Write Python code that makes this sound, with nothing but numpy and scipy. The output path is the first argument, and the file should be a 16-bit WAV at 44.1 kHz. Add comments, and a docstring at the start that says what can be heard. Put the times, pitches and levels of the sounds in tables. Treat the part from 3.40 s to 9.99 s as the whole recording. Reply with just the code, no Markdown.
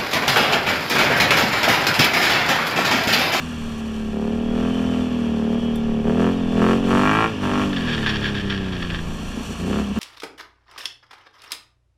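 """On a dirt track, a four-stroke quad bike is ridden with short throttle blips, heard at the rider's helmet.
Two blows per engine cycle ring silencer and pipe; under load they sharpen into a bark with a rasp of gas.
Crank-locked tones, gear whine and the filtered noise of engine clatter and hiss ride on the exhaust.
Random hits ring a loose panel under braking, a stone clinks on metal (decaying sines), and wind buffets
the microphone (lumpy low noise)."""
import sys
import numpy as np
from scipy import signal
from scipy.fft import rfft, irfft, next_fast_len
from scipy.io import wavfile
from scipy.ndimage import uniform_filter1d, map_coordinates

SR = 44100
rng = np.random.default_rng(int(sys.argv[2]) if len(sys.argv) > 2 else 0)


def waveform_to_disk(signal):
    """Save audio, clipped to [-1, 1], as 16-bit WAV at the path in sys.argv[1]."""
    frames = np.transpose(np.atleast_2d(signal))
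    scaled = np.clip(frames, -1, 1) * 32767
    samples = np.round(scaled).astype(np.int16)
    wavfile.write(sys.argv[1], SR, samples)


N = 290619
TIME = np.arange(N) / SR

# engine cycle rate, one cycle = two crank turns: t/s, f/Hz
CYCLE_RATE = [(0.0, 41.87), (0.18, 38.89), (0.38, 37.38), (0.77, 35.9), (0.94, 38.29), (1.1, 39.26),
              (1.28, 42.11), (1.67, 41.42), (1.91, 38.17), (2.03, 37.48), (2.18, 39.19), (2.64, 36.95),
              (2.89, 44.4), (2.95, 44.61), (3.06, 41.44), (3.19, 41.4), (3.34, 45.93), (3.47, 45.08),
              (3.56, 46.82), (3.8, 55.21), (3.89, 55.8), (3.98, 49.61), (4.07, 48.37), (4.23, 50.0),
              (4.31, 48.48), (4.4, 42.93), (4.57, 37.2), (4.67, 35.5), (5.16, 32.5), (5.53, 28.1),
              (5.89, 27.2), (6.04, 31.13), (6.15, 27.84), (6.22, 28.53), (6.38, 35.75), (6.5, 32.94),
              (6.59, 36.79)]
# drone, throttle shut: t/s, boom level/dB, neck level/dB, order 3 level/dB, order 4 level/dB, order 6 level/dB
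SHUT_DRONE = [(0.0, -38.5, -47, -59, -35.5, -36.5), (.4, -40, -40, -62, -44, -29),
              (.68, -32.5, -36, -46, -50, -26.5), (.78, -26.5, -28.5, -52, -57, -27.5),
              (1.4, -26.5, -35.5, -48, -43, -30), (1.75, -26.5, -33.5, -44, -39.5, -26),
              (2.1, -24, -28.5, -64, -44.5, -25), (2.4, -30, -32, -58, -36, -24.5),
              (2.62, -26, -28.5, -43, -35, -24), (3.05, -23.5, -31, -51, -32.5, -33.5),
              (3.45, -24, -28.5, -62, -37, -32.5), (3.7, -25.5, -38, -45, -30, -27),
              (3.85, -37, -35, -58, -59, -23.5), (3.97, -27, -37.5, -52, -49, -52),
              (4.06, -29, -39.5, -30, -47, -34), (4.25, -26.5, -36.5, -38.5, -27.5, -31),
              (4.6, -32, -36, -34, -34, -30), (5.05, -39, -36.5, -33, -35, -26),
              (5.6, -34.5, -42, -35, -45, -30.5), (5.95, -26, -39.5, -42, -58, -33),
              (6.3, -29.5, -34.5, -31.5, -70, -24.5), (6.59, -28.5, -39, -51, -52, -20.5)]


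def amp(db):
    """dB to gain."""
    return 10 ** (np.asarray(db) / 20)


def unit(x):
    """Scale to rms 1."""
    return x / np.sqrt(np.mean(x ** 2) + 1e-20)


def curves(rows):
    """One value per sample for each column after the time."""
    s, *cols = np.transpose(rows)
    return [np.interp(TIME, s, c) for c in cols]


def wobble(rate_hz):
    """Smooth random curve, rate_hz knots a second."""
    knots = rng.standard_normal(int(N * rate_hz / SR) + 4)
    return map_coordinates(knots, [TIME * rate_hz])


def filtered(x, response):
    """x through a complex response of frequency."""
    m = next_fast_len(N + SR // 2)
    spectrum = rfft(x, m) * response(np.fft.rfftfreq(m, 1 / SR))
    return irfft(spectrum, m)[:N]


def modes(table, sign=-1):
    """Causal resonances; sign -1 alternates them, +1 starts them together in a sharp front."""
    def response(f):
        return sum(sign ** k * amp(db) * 1j * f * width / (hz * hz - f * f + 1j * f * width)
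                   for k, (hz, width, db) in enumerate(table))
    return response


def noise(points):
    """Noise of rms 1 with a (f/Hz, level/dB) spectrum."""
    hz, db = np.transpose(points)
    shape = lambda f: amp(np.interp(np.log(f + 1), np.log(hz + 1), db))
    return unit(filtered(rng.standard_normal(N), shape))


def steady(x, cycles):
    """Even the running rms to 1; the window is cycles long at 40 cycles/s."""
    power = uniform_filter1d(x ** 2, int(cycles * SR / 40))
    return x / np.sqrt(np.abs(power) + 1e-12)


def crank():
    """Crank position in engine cycles: the integral of the cycle rate."""
    start_cycles = .185
    return start_cycles + np.cumsum(curves(CYCLE_RATE)[0]) / SR


def throttle():
    """Opening 0-1: each blip is a rising ramp times a closing ramp; at each moment the most open blip rules."""
    # throttle blips: start t/s, open t/s, let go t/s, opening/0-1
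    blips = [(0.777, .95, 0.92, 0.11), (1.057, 1.21, 1.29, 0.55), (1.2, 1.358, 1.6, 0.44),
             (2.098, 2.18, 2.08, 0.9), (2.622, 2.69, 2.7, 0.6), (2.69, 2.81, 2.88, .74),
             (3.103, 3.221, 3.33, 0.89), (3.413, 3.517, 3.85, 0.96), (4.0, 4.038, 4.23, 0.82),
             (6.232, 6.332, 6.39, 0.64), (6.52, 6.575, 6.8, 0.65)]
    close_s = 0.087
    openings = []
    for start, full, shut, top in blips:
        rise = np.clip((TIME - start) / abs(full - start), 0, 1)
        fall = np.clip(1 - (TIME - shut) / close_s, 0, 1)
        openings.append(top * rise * fall)
    return np.max(openings, axis=0)


def firing():
    """Gain that sags at each weak firing."""
    # weak firings: t/s, level/dB, half length/s
    stumbles = [(0.713, -12, 0.0068), (1.697, -6, 0.0078), (2.207, -14.5, 0.0067), (2.631, -8, 0.0085),
                (5.016, -18, 0.0078), (5.777, -6, 0.015), (5.904, -8.5, 0.051), (6.054, -13, 0.031),
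                (6.162, -11.5, 0.031), (6.46, -4, 0.031), (6.547, -24, .012)]
    return amp(sum(db * np.exp(-((TIME - s) / half) ** 2) for s, db, half in stumbles))


def blows(angle, lag_cycles, scatter_db, jitter_s):
    """One impulse per cycle at a crank position, a little uneven in size and time."""
    draw = rng.standard_normal((400, 2))
    turn = np.arange(1, int(angle[-1] - lag_cycles) + 1)
    at_s = np.interp(turn + lag_cycles, angle, TIME) + jitter_s * draw[turn, 0]
    index = np.clip(at_s * SR, 0, N - 1).astype(int)
    return np.bincount(index, amp(scatter_db * draw[turn, 1]), N)


def exhaust(angle):
    """Both blows ring the silencer; under load their steep fronts, the pipe's ring and gas rasp come out."""
    # main chamber mode: f/Hz, width/Hz, level/dB
    silencer = [(219, 95, -3)]
    # upper chamber modes: f/Hz, width/Hz, level/dB
    upper_chamber = [(401.3, 69.5, 14), (505, 55, -1.5), (659, 34, 2.5)]
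    # tailpipe modes: f/Hz, width/Hz, level/dB
    tailpipe = [(785, 15, -1), (1130, 120, -3.5), (1360, 60, 2), (1586, 57, 0), (1830, 69, -2),
                (2306, 62, 1.5), (2750, 34, -32)]
    second_lag_cycles = .363  # about 260 crank degrees
    first_share = 0.19  # first blow reaches the silencer weaker and cuts its ring short
    boom_gain_db, neck_gain_db = 7, 12  # rise at full throttle
    bark_db, bark_gain_db = -57, 38  # shut; rise at full throttle
    # pipe ring: base; with load it rises above a cycle rate, up to a most
    ring_base_db, ring_from_hz, ring_db_per_hz, ring_most_db = -49, 47.5, 9.5, 29.5

    load = throttle()
    boom_db, neck_db = curves(SHUT_DRONE)[:2]
    over_hz = curves(CYCLE_RATE)[0] - ring_from_hz
    ring_db = ring_base_db + load * np.clip(ring_db_per_hz * over_hz, 0, ring_most_db)

    # the pipe rounds the fronts
    soft = lambda f: 1 / (1 + 1.3j * f / 2850 - (f / 2850) ** 2) ** 2
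    first = filtered(blows(angle, 0, .6, .00002), soft)
    second = filtered(blows(angle, second_lag_cycles, .6, .00004), soft)

    # two chambers in a row: the ring swells, then fades
    boom = filtered(-second - first_share * first, lambda f: modes(silencer)(f) ** 2)
    neck = filtered(-first - 1.2 * second, lambda f: modes(upper_chamber, sign=1)(f) / (1 + 1j * f / 900))

    fronts = first + 0.68 * second
    echoes = fronts.copy()
    echoes[200:] += .3 * fronts[:-200]  # reflection inside the pipe, 4.5 ms later
    # the pipe's mouth passes little above its resonance
    mouth = lambda f: 1 / (1 + .75j * f / 1330 - (f / 1330) ** 2)
    bark = filtered(-echoes, lambda f: (1j * f / (300 + 1j * f)) ** 2 * mouth(f))

    # gas keeps rushing after each front, 6 ms decay
    jet = signal.lfilter([1], [1, -np.exp(-1 / (.006 * SR))], fronts)
    rasp = filtered(.013 * jet * rng.standard_normal(N), soft)
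    ring = filtered(rasp - fronts, modes(tailpipe, sign=1))

    layers = [(boom, boom_db + boom_gain_db * load),
              (neck, neck_db + neck_gain_db * load),
              (bark, bark_db + bark_gain_db * load),
              (ring, ring_db)]
    return firing() * sum(amp(db) * steady(x, cycles=10) for x, db in layers)


def shaft(angle):
    """Sines locked to the engine cycle: 1 follows 2, 9 and 12 follow 3, 8 follows the boom."""
    second_db, second_gain_db = -37, 6.5  # shut; rise at full throttle
    fourth_gain_db = 6.5  # rise at full throttle
    eighth_db = -16  # relative to the shut-throttle boom
    boom_db, _, three_db, four_db, six_db = curves(SHUT_DRONE)
    load = throttle()

    def tone(order, lag_cycles):
        phase_cycles = order * (angle - lag_cycles + .0015 * wobble(25))
        return np.sqrt(2) * np.sin(2 * np.pi * phase_cycles)

    turns = tone(2, .1) + amp(-14) * tone(1, .1)
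    third = tone(3, .12) + amp(-4) * tone(9, .12) + amp(-6) * tone(12, .12)
    fired = amp(three_db) * third
    fired = fired + amp(four_db + fourth_gain_db * load) * tone(4, 0.058)
    fired = fired + amp(six_db) * tone(6, 0.11)
    fired = fired + amp(boom_db + eighth_db) * tone(8, 0.086)
    return amp(second_db + second_gain_db * load) * turns + firing() * fired


def whine(angle):
    """Gear meshes sing thin, slightly unsteady tones at high orders of the engine cycle."""
    # gear whine, order 84: t/s, level/dB
    main_whine = [(0, -52), (.8, -64), (1.1, -51), (1.4, -63), (1.62, -50.5), (1.95, -55), (2.3, -45.5),
                  (2.5, -71), (2.9, -70), (3.02, -52), (3.2, -47), (3.35, -75), (6.59, -75)]
    # brief whines: middle t/s, half length/s, order, level/dB
    brief_whines = [(1.398, 0.17, 73, -44), (2.25, 0.082, 77, -49), (2.84, .08, 69, -54)]

    def mesh(order):
        phase_cycles = order * angle + .05 * wobble(40)
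        return np.sqrt(2) * np.sin(2 * np.pi * phase_cycles) * amp(2.5 * wobble(12))

    brief = sum(amp(db) * np.exp(-((TIME - s) / half) ** 2) * mesh(order)
                for s, half, order, db in brief_whines)
    return amp(curves(main_whine)[0]) * mesh(order=84) + brief


def clatter(angle):
    """Valve gear, chain and tyres: casing noise beating with the crank, a broad base and a bright hiss."""
    # engine casing modes: f/Hz, width/Hz, level/dB
    casing_modes = [(1120, 68, 6), (1427, 37, 7), (1743, 110, 2.5), (2294, 30, 4.5), (2740, 610, 3),
                    (3490, 320, -2), (4160, 140, -11.5), (5970, 650, -10.5), (6940, 210, -12)]
    # spectrum of the broad base: f/Hz, level/dB per Hz
    base_spectrum = [(30, -33), (70, -9.5), (130, -14.5), (230, -10.5), (330, -18), (600, -21.5),
                     (900, -22.5), (2000, -23), (4000, -35.5), (6000, -120)]
    # spectrum of the hiss: f/Hz, level/dB per Hz
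    hiss_spectrum = [(2350, -25), (4000, -1.5), (4350, 4), (4860, -13), (5300, -7.5), (5800, 0.5),
                     (6300, -7), (7150, -4.5), (7820, -7), (8590, -6.5), (9280, -15), (10400, -11),
                     (11500, -19), (13200, -13.5), (15000, -28.5)]
    # slow levels: t/s, clatter offset level/dB, hiss level/dB
    slow_levels = [(0, 2, -47.5), (.73, -2.5, -54), (1.1, -1.5, -58), (1.4, 0, -55), (1.9, 0.5, -54.5),
                   (2.6, -1.5, -58), (3.1, 1, -54.5), (3.55, 2.5, -51), (3.9, 1.5, -55.5),
                   (4.6, 5.5, -48.5), (5.2, 1.5, -55.5), (6.13, 3.5, -43), (6.35, 3, -50.5), (6.59, 1, -52)]
    # shut at 40 cycles/s; rise at full throttle; rise with cycle rate
    shut_db, clatter_gain_db, clatter_db_per_hz = -41.5, 5, 0.1552
    base_db, hiss_gain_db = 5, 8.5  # over the casing; rise at full throttle

    load = throttle()
    slow_db, hiss_db = curves(slow_levels)
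    rate_db = clatter_db_per_hz * (curves(CYCLE_RATE)[0] - 40)
    clatter_db = shut_db + slow_db + clatter_gain_db * load + rate_db

    beat_db = 0.24 * np.cos(4 * np.pi * angle) + 0.88 * np.cos(2 * np.pi * angle) + 0.7 * wobble(40)
    ticks = rng.standard_normal(N) * amp(1.3 * wobble(900))
    casing = unit(filtered(amp(beat_db) * ticks, lambda f: modes(casing_modes)(f) / (1 + 1j * f / 9000) ** 2))
    hiss = noise(hiss_spectrum) * unit(amp(0.87 * wobble(30) + 1.4 * wobble(300)))
    bed = casing + amp(base_db) * noise(base_spectrum)
    return amp(clatter_db) * bed + amp(hiss_db + hiss_gain_db * load) * hiss


def rattle():
    """Random hits ring a loose panel in dense clumps under braking; hard knocks start decaying bursts."""
    # hard knocks: t/s, peak drive level/dB, t60/s
    knocks = [(4.3295, -25, 0.063), (4.362, -23, 0.15), (4.5776, -26, 0.074), (4.628, -30, .04),
              (4.662, -22, 0.19), (4.6904, -21.5, 0.1), (4.756, -20, 0.055), (4.8162, -42, 0.044),
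              (4.842, -23.5, 0.075), (4.888, -28, .03), (4.9443, -25, .05), (5.098, -21, 0.13),
              (5.3215, -33.5, 0.29), (5.4203, -31, 0.11), (5.5016, -23, 0.064), (5.546, -25, 0.072),
              (5.587, -29, .05)]
    # panel modes: f/Hz, width/Hz, level/dB
    panel = [(1100, 23, -16), (1690, 280, 10), (3380, 480, 3.5), (4510, 230, -3.5), (5120, 160, -10.5),
             (5550, 86, -5.5), (7140, 150, -18)]
    start_s, hardest_s, end_s = 4.32, 4.594, 5.58  # braking
    hardest_db, edge_db, edge_s = -27.5, -39.5, 0.086  # chatter; its rise and fall time

    on = np.clip(np.minimum(TIME - start_s, end_s + edge_s - TIME) / edge_s, 0, 1)
    level_db = np.interp(TIME, (start_s, hardest_s, end_s), (edge_db, hardest_db, edge_db))
    draw = rng.random((2, N))
    struck = draw[0] < 2200 / SR  # 2200 hits a second on average
    hits = struck * amp(-2.4 * np.log(draw[1])) * np.sign(draw[1] - .4)
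    drive = on * amp(level_db + 1.9 * wobble(120) + 2.5 * wobble(20))
    for s, db, t60 in knocks:
        drive += (TIME >= s) * amp(db - 60 * np.abs(TIME - s) / t60)
    ring = lambda f: modes(panel)(f) / (1 + 1j * f / 8000) ** 2
    return filtered(drive * hits, ring) / np.std(filtered(hits, ring))


def clink():
    """A stone hits metal: a short bright noise crack and thin decaying sines."""
    # stone hits: t/s, level/dB before a 7 dB cut
    stone_hits = [(2.357, -31.5)]
    # metal partials: f/Hz, level/dB, t60/s
    metal = [(3510, -1, 0.23), (7650, -7, .04), (10510, -6, .06), (11430, -10, .05), (13300, -17, .12),
             (14400, -23, .1)]
    out = np.zeros(N + SR)
    t = np.arange(SR // 4) / SR
    for s, db in stone_hits:
        ring = sum(amp(level - 60 * t / t60) * np.sin(2 * np.pi * hz * t) for hz, level, t60 in metal)
        crack = .7 * amp(-60 * t / 0.036) * np.diff(rng.standard_normal(len(t) + 1))
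        out[round(s * SR):][:len(t)] += amp(db - 7) * (ring + crack)
    return out[:N]


def wind():
    """Wind on the microphone: low noise with a lumpy random gain."""
    # wind: t/s, level/dB
    wind_level = [(0.0, -42), (.62, -38), (.83, -38), (1.96, -45), (2.3, -38), (2.39, -30), (2.55, -34),
                  (3.65, -33), (3.82, -45), (4.88, -29), (5.2, -35.5), (5.9, -27.5), (6.17, -58),
                  (6.59, -49)]
    # buffet spectrum: f/Hz, level/dB per Hz
    buffet_spectrum = [(5, -15), (12, 0.5), (22, -3), (40, -13), (60, -24), (120, -17), (300, -120)]
    lumps = amp(0.58 * wobble(12) + 1.7 * wobble(5.37))
    return amp(curves(wind_level)[0]) * unit(lumps * noise(buffet_spectrum))


def scene():
    """Sum of all sources at the microphone, in the open air."""
    angle = crank()
    engine = exhaust(angle) + shaft(angle) + whine(angle) + clatter(angle)
    return (engine + rattle() + clink() + wind())[None]


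def record(dry):
    """The case cuts dips, the microphone drops the deepest bass and dulls the top; then the band limit."""
    # dips of the microphone's case: f/Hz, width/Hz, depth/0-1
    case_dips = [(1483, 150, 0.94), (2057, 576, 0.68), (4020, 300, 0.5)]
    top_hz = 15170

    def colour(f):
        dips = np.prod([1 - np.clip(depth, 0, .95) * 1j * f * width / (hz * hz - f * f + 1j * f * width)
                        for hz, width, depth in case_dips], axis=0)
        bass = 1j * f / (6 + 1j * f)
        treble = 1 / np.sqrt(1 + (f / 14500) ** 16)
        return dips * bass * treble * (f < top_hz)

    return filtered(dry[0], colour)[None]


dry = scene()
out = record(dry)
waveform_to_disk(out)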